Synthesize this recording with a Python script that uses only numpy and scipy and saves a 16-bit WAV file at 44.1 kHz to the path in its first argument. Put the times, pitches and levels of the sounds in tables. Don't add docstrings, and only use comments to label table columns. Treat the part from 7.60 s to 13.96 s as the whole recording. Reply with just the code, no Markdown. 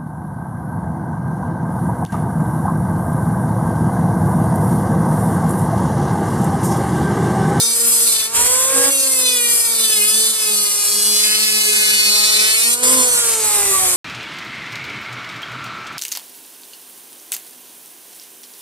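import sys
import numpy as np
from scipy import signal
from scipy.fft import rfft, irfft
from scipy.io import wavfile
from scipy.ndimage import map_coordinates

SR = 44100
rng = np.random.default_rng(int(sys.argv[2]) if len(sys.argv) > 2 else 0)


def bounce(signal):
    frames = np.transpose(np.atleast_2d(signal))
    limited = np.clip(frames, -1, 1)
    pcm = np.round(limited * 32767).astype(np.int16)
    wavfile.write(sys.argv[1], SR, pcm)


N = 280476
TIME = np.arange(N) / SR
BINS = np.fft.rfftfreq(N, 1 / SR)
FRAMES = np.arange(0, N + 63, 64) / SR


def gain_of(db):
    return 10 ** (np.asarray(db) / 20)


def evened(x):
    return x / np.sqrt(np.mean(abs(x) ** 2) + 1e-20)


def read(points, hz):
    point_hz, value = np.transpose(points)
    return np.interp(np.log(hz + 1), np.log(point_hz + 1), value)


def curves(rows):
    time_s, *columns = np.transpose(rows)
    return [np.interp(TIME, time_s, column) for column in columns]


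def wander(rate_hz):
    spectrum = rfft(rng.standard_normal(N // 32))
    slow = irfft(spectrum / (1 + (BINS[:len(spectrum)] / rate_hz) ** 4))
    return evened(np.interp(TIME, np.linspace(0, TIME[-1], len(slow)), slow))


def flutter(count, rate_hz):
    shape = (count, len(FRAMES))
    z = rng.standard_normal(shape) + 1j * rng.standard_normal(shape)
    frame_bins_hz = np.fft.fftfreq(len(FRAMES), FRAMES[1])
    return evened(np.fft.ifft(z / (1 + (frame_bins_hz / rate_hz) ** 2)))


def resonances(rows, hz):
    return sum(db * np.exp(-((hz - centre_hz) / width_hz) ** 2) for centre_hz, width_hz, db in rows)


def tone(turns, multiple, waver_rad, rate_hz):
    phase = 2 * np.pi * (multiple * turns + rng.random()) + waver_rad * wander(rate_hz)
    apart_rad = np.minimum(multiple / 20, 2) * rng.uniform(-1, 1)
    return np.sqrt(2) * np.cos([phase + apart_rad / 2, phase - apart_rad / 2])


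# freq_hz, likeness_0_to_1
MIC_LIKENESS = [(60, .85), (400, .9), (1000, .68), (4000, .55), (7000, .4), (9000, .3), (14000, .15)]


def air_noise(colour):
    a, b = rfft(rng.standard_normal((2, N)))
    same = read(MIC_LIKENESS, BINS)
    pair = np.array([a, same * a + np.sqrt(1 - same ** 2) * b])
    return evened(irfft(pair * gain_of(read(colour, BINS)), N))


# time_s, speed_turns_per_s
DRUM_SPEED = [(0.0, 229.8), (0.24, 232.8), (0.47, 231.7), (0.556, 221.6), (0.645, 218.2), (0.87, 248.0),
              (1.11, 266.2), (1.31, 277.0), (1.43, 270.7), (1.83, 240.4), (2.12, 230.3), (2.42, 209.2),
              (2.56, 217.3), (2.7, 221.0), (2.9, 211.8), (3.1, 205.5), (3.36, 206.9), (3.82, 215.3),
              (4.15, 210.8), (4.53, 210.6), (4.8, 213.8), (4.93, 218.2), (5.33, 259.1)]
OFF_S, OFF_HZ, COAST_S = 5.36, 258.6, 2.68
USUAL_HZ = 230


def drum_speed():
    coasting_hz = OFF_HZ * np.exp((OFF_S - TIME) / COAST_S)
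    return np.where(TIME < OFF_S, curves(DRUM_SPEED)[0], coasting_hz)


def doublings():
    return np.log2(drum_speed() / USUAL_HZ)


def held(start_s, end_s, attack_s, release_s):
    rise = (TIME - start_s) / attack_s
    fall = (end_s - TIME) / release_s
    return np.clip(.5 + np.minimum(rise, fall), 0, 1)


# sole_over_s, blades_bite_s, blades_run_out_s, tool_lifts_s, sole_clear_s, lift_length_s
PASSES = [(-0.4, -0.2, 0.673, 0.74, 0.836, 0.04), (1.133, 1.304, 5.15, 5.228, 5.46, 0.012)]
NEAR_S, BITE_S, RUN_OUT_S = 0.094, 0.025, 0.031


def bite():
    return sum(held(start, end, BITE_S, RUN_OUT_S) for _, start, end, *_ in PASSES)


def stance(ease_s=0):
    down = sum(held(start, lift, BITE_S, lift_s + ease_s) for _, start, _, lift, _, lift_s in PASSES)
    over_beam = sum(held(over, clear, NEAR_S, NEAR_S) for over, *_, clear, _ in PASSES)
    near = np.maximum(down, over_beam)
    return down, near - down, 1 - near


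# time_s, left_delay_ms
LEFT_DELAY = [(0, -0.079), (3, -0.085), (3.8, 0.13), (4.55, 0.24), (5.45, 0.23), (5.85, -0.046),
              (6.3, -0.093)]


def travel(pair):
    lag_samples = curves(LEFT_DELAY)[0] * SR / 1000
    left = map_coordinates(pair[0], [np.arange(N) - lag_samples], order=5, mode="mirror")
    return np.array([left, pair[1]])


def reach(steepness=27.0):
    lag_ms = curves(LEFT_DELAY)[0]
    return ((lag_ms - lag_ms.min()) / np.ptp(lag_ms)) ** steepness


# time_s, place_0_near_to_1_far
BEAM_PLACE = [(0, .07), (.65, .33), (1, 0), (1.3, 0), (2, .16), (3, .44), (4, .74), (5.2, 1)]
# centre_hz, width_hz, gain_db, place_0_to_1,
# spread_beam_lengths
BEAM_RESONANCES = [(1496, 130, -11, 1, 0.041), (1840, 70, -6.5, 0.3, 2), (2175, 51, -17, 0.07, 0.33),
                   (2390, 153, -10.5, 0.64, 0.58), (2510, 106, 8.5, 0.1, 2), (2770, 110, -21, 0.89, 0.11),
                   (2726, 120, -21, 0.34, 0.32), (3000, 95, 1.5, 0.74, 0.16), (3100, 42, 6.5, 0.2, 0.092),
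                   (3184, 76, -12, 0.7, 2.2), (3480, 92, 7, 0.05, 0.36), (3750, 44, -16.5, 0.9, 2.2),
                   (4050, 75, 8.5, 0.1, 1.4), (4420, 52, 0, 0.9, 0.39), (4344, 53, 15, 0.72, 0.12),
                   (4410, 70, 19, 0.94, 0.12), (4660, 340, 7.5, 0.52, 0.34), (5150, 63, 10.5, 0.6, 2.2),
                   (4860, 76, -19, 0.55, 0.18), (5720, 100, 14, 0.49, 0.073), (5920, 41, -10, 0.2, 0.34),
                   (6020, 190, 7, 0.0, 0.083)]


def timber(hz, depth=0.91):
    place = np.interp(FRAMES, *np.transpose(BEAM_PLACE))
    gain_db = 0
    for *bell, at, spread in BEAM_RESONANCES:
        gain_db = gain_db + resonances([bell], hz) * np.exp(-((place - at) / spread) ** 2)
    return depth * gain_db


CUT_EDGES_HZ = [3000, 6530]
# freq_hz, relative_db
BUZZ_COLOUR = [(1400, -3), (2400, 8.5), (4500, 6.5), (5800, 6), (7200, 7), (8700, 10.5), (11000, 6),
               (13000, -17), (15500, -30)]
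# time_s, odd_db
BLADE_UNEVENNESS = [(0.1, -23), (0.35, -10), (0.6, -14), (1.4, -17), (2.0, -17), (2.55, -15), (2.8, -10),
                    (3.1, -7), (3.45, -5), (3.7, 3), (4.0, -4), (4.3, 2), (4.55, 3), (4.8, 9), (5.05, -7)]
# time_s, level_db
BEAM_KNOCK = [(0.02, -36.5), (0.54, -41), (0.65, -32), (1.32, -31), (1.58, -32), (1.85, -25), (2.0, -34),
              (2.19, -33.5), (2.43, -22.5), (2.52, -30), (2.71, -37), (2.86, -28.5), (3.05, -36),
              (3.5, -35.5), (3.65, -25), (4.0, -24), (4.36, -19), (4.6, -24.5), (4.92, -19.5), (5.06, -23),
              (5.13, -29)]
# time_s, level_db
SOLE_RASP = [(0.02, -19), (0.1, -22), (0.17, -29), (0.35, -26.5), (0.53, -21), (0.65, -25), (1.32, -27.5),
             (1.44, -23.5), (1.55, -27.5), (1.68, -17), (1.82, -26.5), (1.88, -24), (2.02, -27),
             (2.24, -21), (2.47, -24), (2.64, -20), (2.75, -26.5), (2.93, -22.5), (3.06, -23.5),
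             (3.15, -25.5), (3.6, -17.5), (4.2, -21), (4.6, -14), (5.05, -21), (5.13, -23.5)]
# time_s, level_db
EDGE_SIZZLE = [(0.02, -16), (0.11, -19.5), (0.4, -17), (0.52, -18), (0.58, -22), (0.65, -25), (1.32, -17.5),
               (1.7, -19), (1.98, -20), (2.17, -21), (2.54, -17), (2.68, -16.5), (2.77, -22.5),
               (2.95, -18.5), (3.05, -25), (3.15, -22), (3.65, -17.5), (3.8, -25), (4.2, -18.5),
               (4.47, -21), (4.85, -18.5), (5.13, -17)]


def strike_heights(trims_db, low_odd_db=-4.0, low_odd_hz=3300):
    controls = [drum_speed()]
    for table in (BLADE_UNEVENNESS, BEAM_KNOCK, SOLE_RASP, EDGE_SIZZLE):
        controls += curves(table)
    speed_hz, odd_db, *levels_db = (np.interp(FRAMES, TIME, control) for control in controls)
    multiples = np.arange(7, 70)
    hz = multiples[:, None] * speed_hz
    odd = multiples[:, None] % 2 / (1 + (hz / 7000) ** 4)
    low_odd = low_odd_db / (1 + (hz / low_odd_hz) ** 12)
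    db = read(BUZZ_COLOUR, hz) + timber(hz) + odd * (odd_db + low_odd)
    above_knock, above_rasp = (1 / (1 + (edge_hz / hz) ** 24) for edge_hz in CUT_EDGES_HZ)
    shares = [1 - above_knock, above_knock - above_rasp, above_rasp]
    power = 0
    for share, level_db, trim_db in zip(shares, levels_db, trims_db):
        part = share * gain_of(db) ** 2
        power = power + part / part.sum(0) * gain_of(level_db + trim_db) ** 2
    return multiples, np.sqrt(power)


RING_S, APART_HZ = .0013, 4500


def ring_phases(hz):
    bursts = rng.standard_normal((3, 512)) * np.exp(-TIME[:512] / RING_S)
    shared, *own = rfft(bursts, N)
    rings = shared + np.array(own) * (BINS / APART_HZ) ** 2
    return [np.exp(1j * np.interp(hz, BINS, np.unwrap(np.angle(ring)))) for ring in rings]


def blade_contact(graze_db=-12.5):
    cut = bite()
    return cut + gain_of(graze_db) * (1 - cut) * stance()[0]


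FUZZ, DRIFT, FRAY_HZ = .27, .36, 10500


def cutting(turns, knock_db=0., rasp_db=0., sizzle_db=-0.5, fuzz_hz=30, sway_turns=0.00036, grain_db=0.91):
    multiples, heights = strike_heights((knock_db, rasp_db, sizzle_db))
    count = len(multiples)
    hz = multiples[:, None] * np.interp(FRAMES, TIME, drum_speed())
    fuzz, drift = (amount * (1 + (hz / FRAY_HZ) ** 2) for amount in (FUZZ, DRIFT))
    frayed = 1 + fuzz * flutter(count, fuzz_hz)
    heights = heights / np.sqrt(1 + fuzz ** 2 + drift ** 2)
    sides = [heights * ring * (frayed + drift * flutter(count, rate_hz=15.6)) for ring in ring_phases(hz)]
    rotor = np.exp(2j * np.pi * (turns + sway_turns * wander(16)))
    partial = rotor ** (multiples[0] - 1)
    out = np.zeros((2, N))
    for left, right in zip(*sides):
        partial = partial * rotor
        out += [(np.interp(TIME, FRAMES, side) * partial).real for side in (left, right)]
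    return np.sqrt(2) * out * blade_contact() * gain_of(grain_db * wander(45))


# time_s, dip_db
TREBLE_DIPS = [(1.11, -4), (5.5, -1.5), (5.78, -3.5)]
DIP_S = 0.041


def treble_dips():
    return sum(db * np.exp(-((TIME - at_s) / DIP_S) ** 2) for at_s, db in TREBLE_DIPS)


# time_s, level_db
CHIP_SPRAY = [(0.02, -19.5), (0.12, -23.5), (0.28, -14.5), (0.5, -16), (0.65, -24), (1.32, -19),
              (1.51, -18.5), (1.8, -21), (1.92, -15), (2.1, -19.5), (2.5, -16), (2.77, -23), (2.9, -19),
              (3.49, -18.5), (4.3, -19.5), (4.95, -21.5), (5.13, -16.5)]


def hiss_level(down_db=-28.0, far_db=4.0, lifted_db=-16.0, per_doubling_db=-1.0, chips_db=0.):
    down = stance()[0]
    fan_db = down * (down_db + far_db * reach()) + (1 - down) * lifted_db + per_doubling_db * doublings()
    chips = bite() * gain_of(chips_db + curves(CHIP_SPRAY)[0])
    return 20 * np.log10(np.hypot(gain_of(fan_db), chips)) + treble_dips()


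def roar_level(down_db=-44.5, hovering_db=-34.5, free_db=-37.0, per_doubling_db=1.0, far_db=3.0):
    down, hovering, free = stance()
    stance_db = down * down_db + hovering * hovering_db + free * free_db
    return stance_db + per_doubling_db * doublings() + far_db * reach()


# time_s, level_db
FIBRE_TEAR = [(0.3, -48), (0.54, -34), (0.64, -41), (2.05, -45), (2.15, -39), (3.2, -49), (3.77, -42),
              (4.13, -46), (4.7, -43), (5.11, -35)]
# freq_hz, relative_db
FIBRE_COLOUR = [(700, 1), (1400, -21), (2300, 13), (3400, 4), (4500, 20), (6000, 3), (8000, -13)]
# freq_hz, relative_db
ROAR_COLOUR = [(30, -3.5), (90, -10.5), (160, -3), (300, -13), (500, 5.5), (800, -1), (1100, 7), (1900, 2),
               (2600, -2.5), (4000, -7.5), (8000, -42)]
# freq_hz, relative_db
RUSH_COLOUR = [(1500, -9), (2300, 9), (3000, -5), (4000, -5), (5500, 9), (7000, -3), (10000, -50)]
# freq_hz, relative_db
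FAN_COLOUR = [(2000, -21), (4000, -14.5), (5500, -17.5), (6800, -8.5), (7700, -3), (8600, 1.5),
              (9700, -4.5), (11000, -4), (13000, -11.5), (15500, -31)]
# freq_hz, relative_db
CHIP_COLOUR = [(2000, -27), (5000, -22), (6700, -12), (7700, -2.5), (8600, 3.5), (9700, -2), (11000, 1),
               (13000, -5.5), (15500, -25)]


def rushing_air(turns, roar_db=3.5, rush_db=3.0, hiss_db=0., sole_db=-5.0, flutter_db=1.0, chatter_db=7.0,
                whirl_db=3.5):
    roar_level_db, cut = roar_level(), bite()
    puffs = evened(.7 + np.exp(-(2 * turns % 1) / .35))
    gate = 1 + cut * (puffs - 1)
    roar = gain_of(roar_db + roar_level_db) * air_noise(ROAR_COLOUR)
    rush_level_db = rush_db + roar_level_db + sole_db * stance()[0] + whirl_db * wander(28)
    rush = (1 - cut) * gain_of(rush_level_db) * air_noise(RUSH_COLOUR)
    tear_level_db = curves(FIBRE_TEAR)[0] + chatter_db * wander(45)
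    tear = cut * gain_of(tear_level_db) * air_noise(FIBRE_COLOUR)
    hiss_mix = np.sqrt(1 - cut) * air_noise(FAN_COLOUR) + np.sqrt(cut) * air_noise(CHIP_COLOUR)
    hiss = gain_of(hiss_db + hiss_level()) * hiss_mix
    return gain_of(flutter_db * wander(24)) * (roar + rush + gate * (tear + hiss))


# speed_multiple, on_wood_db, hovering_db, free_air_db,
# on_wood_db_per_speed_doubling, on_wood_far_end_db
DRUM_TONES = [(1, -37.5, -26, -48, 6.7, -1.5), (2, -32.5, -31.5, -32, 8.9, -1), (4, -42, -29.5, -34, 15, 7),
              (6, -40, -37.5, -34, 1.3, 7)]
# speed_multiple, relative_db
WEAK_TONES = [(3, -10), (5, -7), (7, -12.5), (8, -10.5), (10, -4), (12, -3.5)]
# centre_hz, width_hz, gain_db
CHUTE_RESONANCES = [(542, 104, 6.5), (743, 12, 11.5), (833, 28, 9), (1027, 50, 8), (1150, 24, 10.5),
                    (1424, 25, 8), (1630, 40, 13), (1986, 120, 10)]
# time_s, width_s
BRIEF_FADES = [(0.62, 0.12), (0.77, 0.054), (1.42, 0.0049), (2.01, 0.07), (2.77, 0.046), (3.18, 0.12),
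               (4.96, 0.059)]
FADE_DB = -15


def drum_hum(turns, hum_db=-4.5, overtone_db=-3.5, leak_db=7.5, swell_db=2.5, swell_hz=9.0, waver_rad=0.17):
    down, hovering, free = stance(ease_s=0.081)
    faster, far, speed_hz = doublings(), reach(), drum_speed()
    fade_db = FADE_DB * sum(np.exp(-((TIME - at_s) / width_s) ** 2) for at_s, width_s in BRIEF_FADES)

    def chute_db(multiple):
        return (1 - down) * resonances(CHUTE_RESONANCES, multiple * speed_hz)

    main, levels_db = 0, []
    for multiple, on_wood, above, in_air, slope, at_far_end in DRUM_TONES:
        k = round(multiple)
        on_wood_db = on_wood + slope * faster + at_far_end * far
        level_db = down * on_wood_db + hovering * above + free * in_air
        levels_db.append(level_db)
        colour_db = fade_db / k ** 2 + chute_db(k) + swell_db * wander(swell_hz)
        main = main + gain_of(level_db + colour_db) * tone(turns, k, waver_rad, rate_hz=22)
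    weak = 0
    for k, db in WEAK_TONES:
        weak = weak + gain_of(db + chute_db(k)) * tone(turns, k, waver_rad=0.68, rate_hz=6.4)
    weak_level_db = overtone_db + leak_db * down * far + np.mean(levels_db, axis=0)
    return gain_of(hum_db) * main + gain_of(weak_level_db) * weak


BELT_RATIO = 1.81


def motor_hum(turns, down_db=-54.0, hovering_db=-41.0, free_db=-53.0, far_db=7.0, per_doubling_db=48.5,
              swell_db=3.5):
    down, hovering, free = stance()
    stance_db = down * (down_db + far_db * reach()) + hovering * hovering_db + free * free_db
    level_db = stance_db + per_doubling_db * doublings() + swell_db * wander(5.9)
    return gain_of(level_db) * tone(turns, BELT_RATIO, waver_rad=0.082, rate_hz=10)


# speed_multiple, relative_db
WHINE_LINES = [(11.3, -15), (12.95, -16), (14, -15), (15.5, -19), (16.75, -16), (17.8, -16), (19.2, -12),
               (20.25, -17), (21.5, -12), (23, -15), (24, -13), (25.3, -10), (26.4, -17), (27.8, -13),
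               (29, -13), (30.3, -12), (31.5, -8), (32.1, -14), (33.85, -13), (35.25, -13), (36.5, -12),
               (37.6, -12), (41, -17), (42.4, -16), (43.7, -14), (49.9, -21)]


def motor_whine(turns, whine_db=0., loaded_db=-7.0, hovering_db=1.5, coast_db_per_s=-5.5):
    speed_hz = drum_speed()
    lines = 0
    for k, db in WHINE_LINES:
        housing_db = .45 * read(FAN_COLOUR, k * speed_hz)
        line_db = db + housing_db + 3 * wander(9)
        lines = lines + gain_of(line_db) * tone(turns, k, waver_rad=1.05, rate_hz=32)
    coasting_db = coast_db_per_s * np.maximum(TIME - OFF_S, 0)
    stance_db = loaded_db * bite() + hovering_db * stance()[1]
    return lines * gain_of(whine_db + hiss_level() + stance_db + coasting_db)


# start_s, end_s, level_db
RUMBLE_SPANS = [(0.73, 0.947, -44), (5.843, 6.5, -45.5)]
# freq_hz, relative_db
RUMBLE_COLOUR = [(25, -3), (50, -3), (90, 12), (160, -14), (400, -7), (2000, -70)]


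def rumble(attack_s=0.12, release_s=0.3):
    level = sum(gain_of(db) * held(start, end, attack_s, release_s) for start, end, db in RUMBLE_SPANS)
    return air_noise(RUMBLE_COLOUR) * level


def scene():
    turns = np.cumsum(drum_speed()) / SR
    planer = cutting(turns) + rushing_air(turns) + drum_hum(turns) + motor_hum(turns) + motor_whine(turns)
    return travel(planer) + rumble()


# freq_hz, left_minus_right_db
MIC_TILT = [(100, -1.5), (500, -3), (1200, -3.5), (2500, -1), (5000, 1.5), (7000, 1), (8400, -7),
            (9600, -1.5), (11000, 12.5), (14000, 3.5)]
EDGE_HZ, CEILING = 15400, 1.0


def record(dry):
    sides = gain_of(read(MIC_TILT, BINS) * np.array([[.5], [-.5]]))
    sides = sides / np.sqrt(np.mean(sides ** 2, axis=0))
    heard = irfft(rfft(dry) * sides, N)
    heard = heard / (1 + (heard / CEILING) ** 8) ** (1 / 8)
    lowpass = signal.firwin(511, EDGE_HZ, window=("kaiser", 9), fs=SR)
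    return signal.oaconvolve(heard, lowpass[None], "same")


dry = scene()
out = record(dry)
bounce(out)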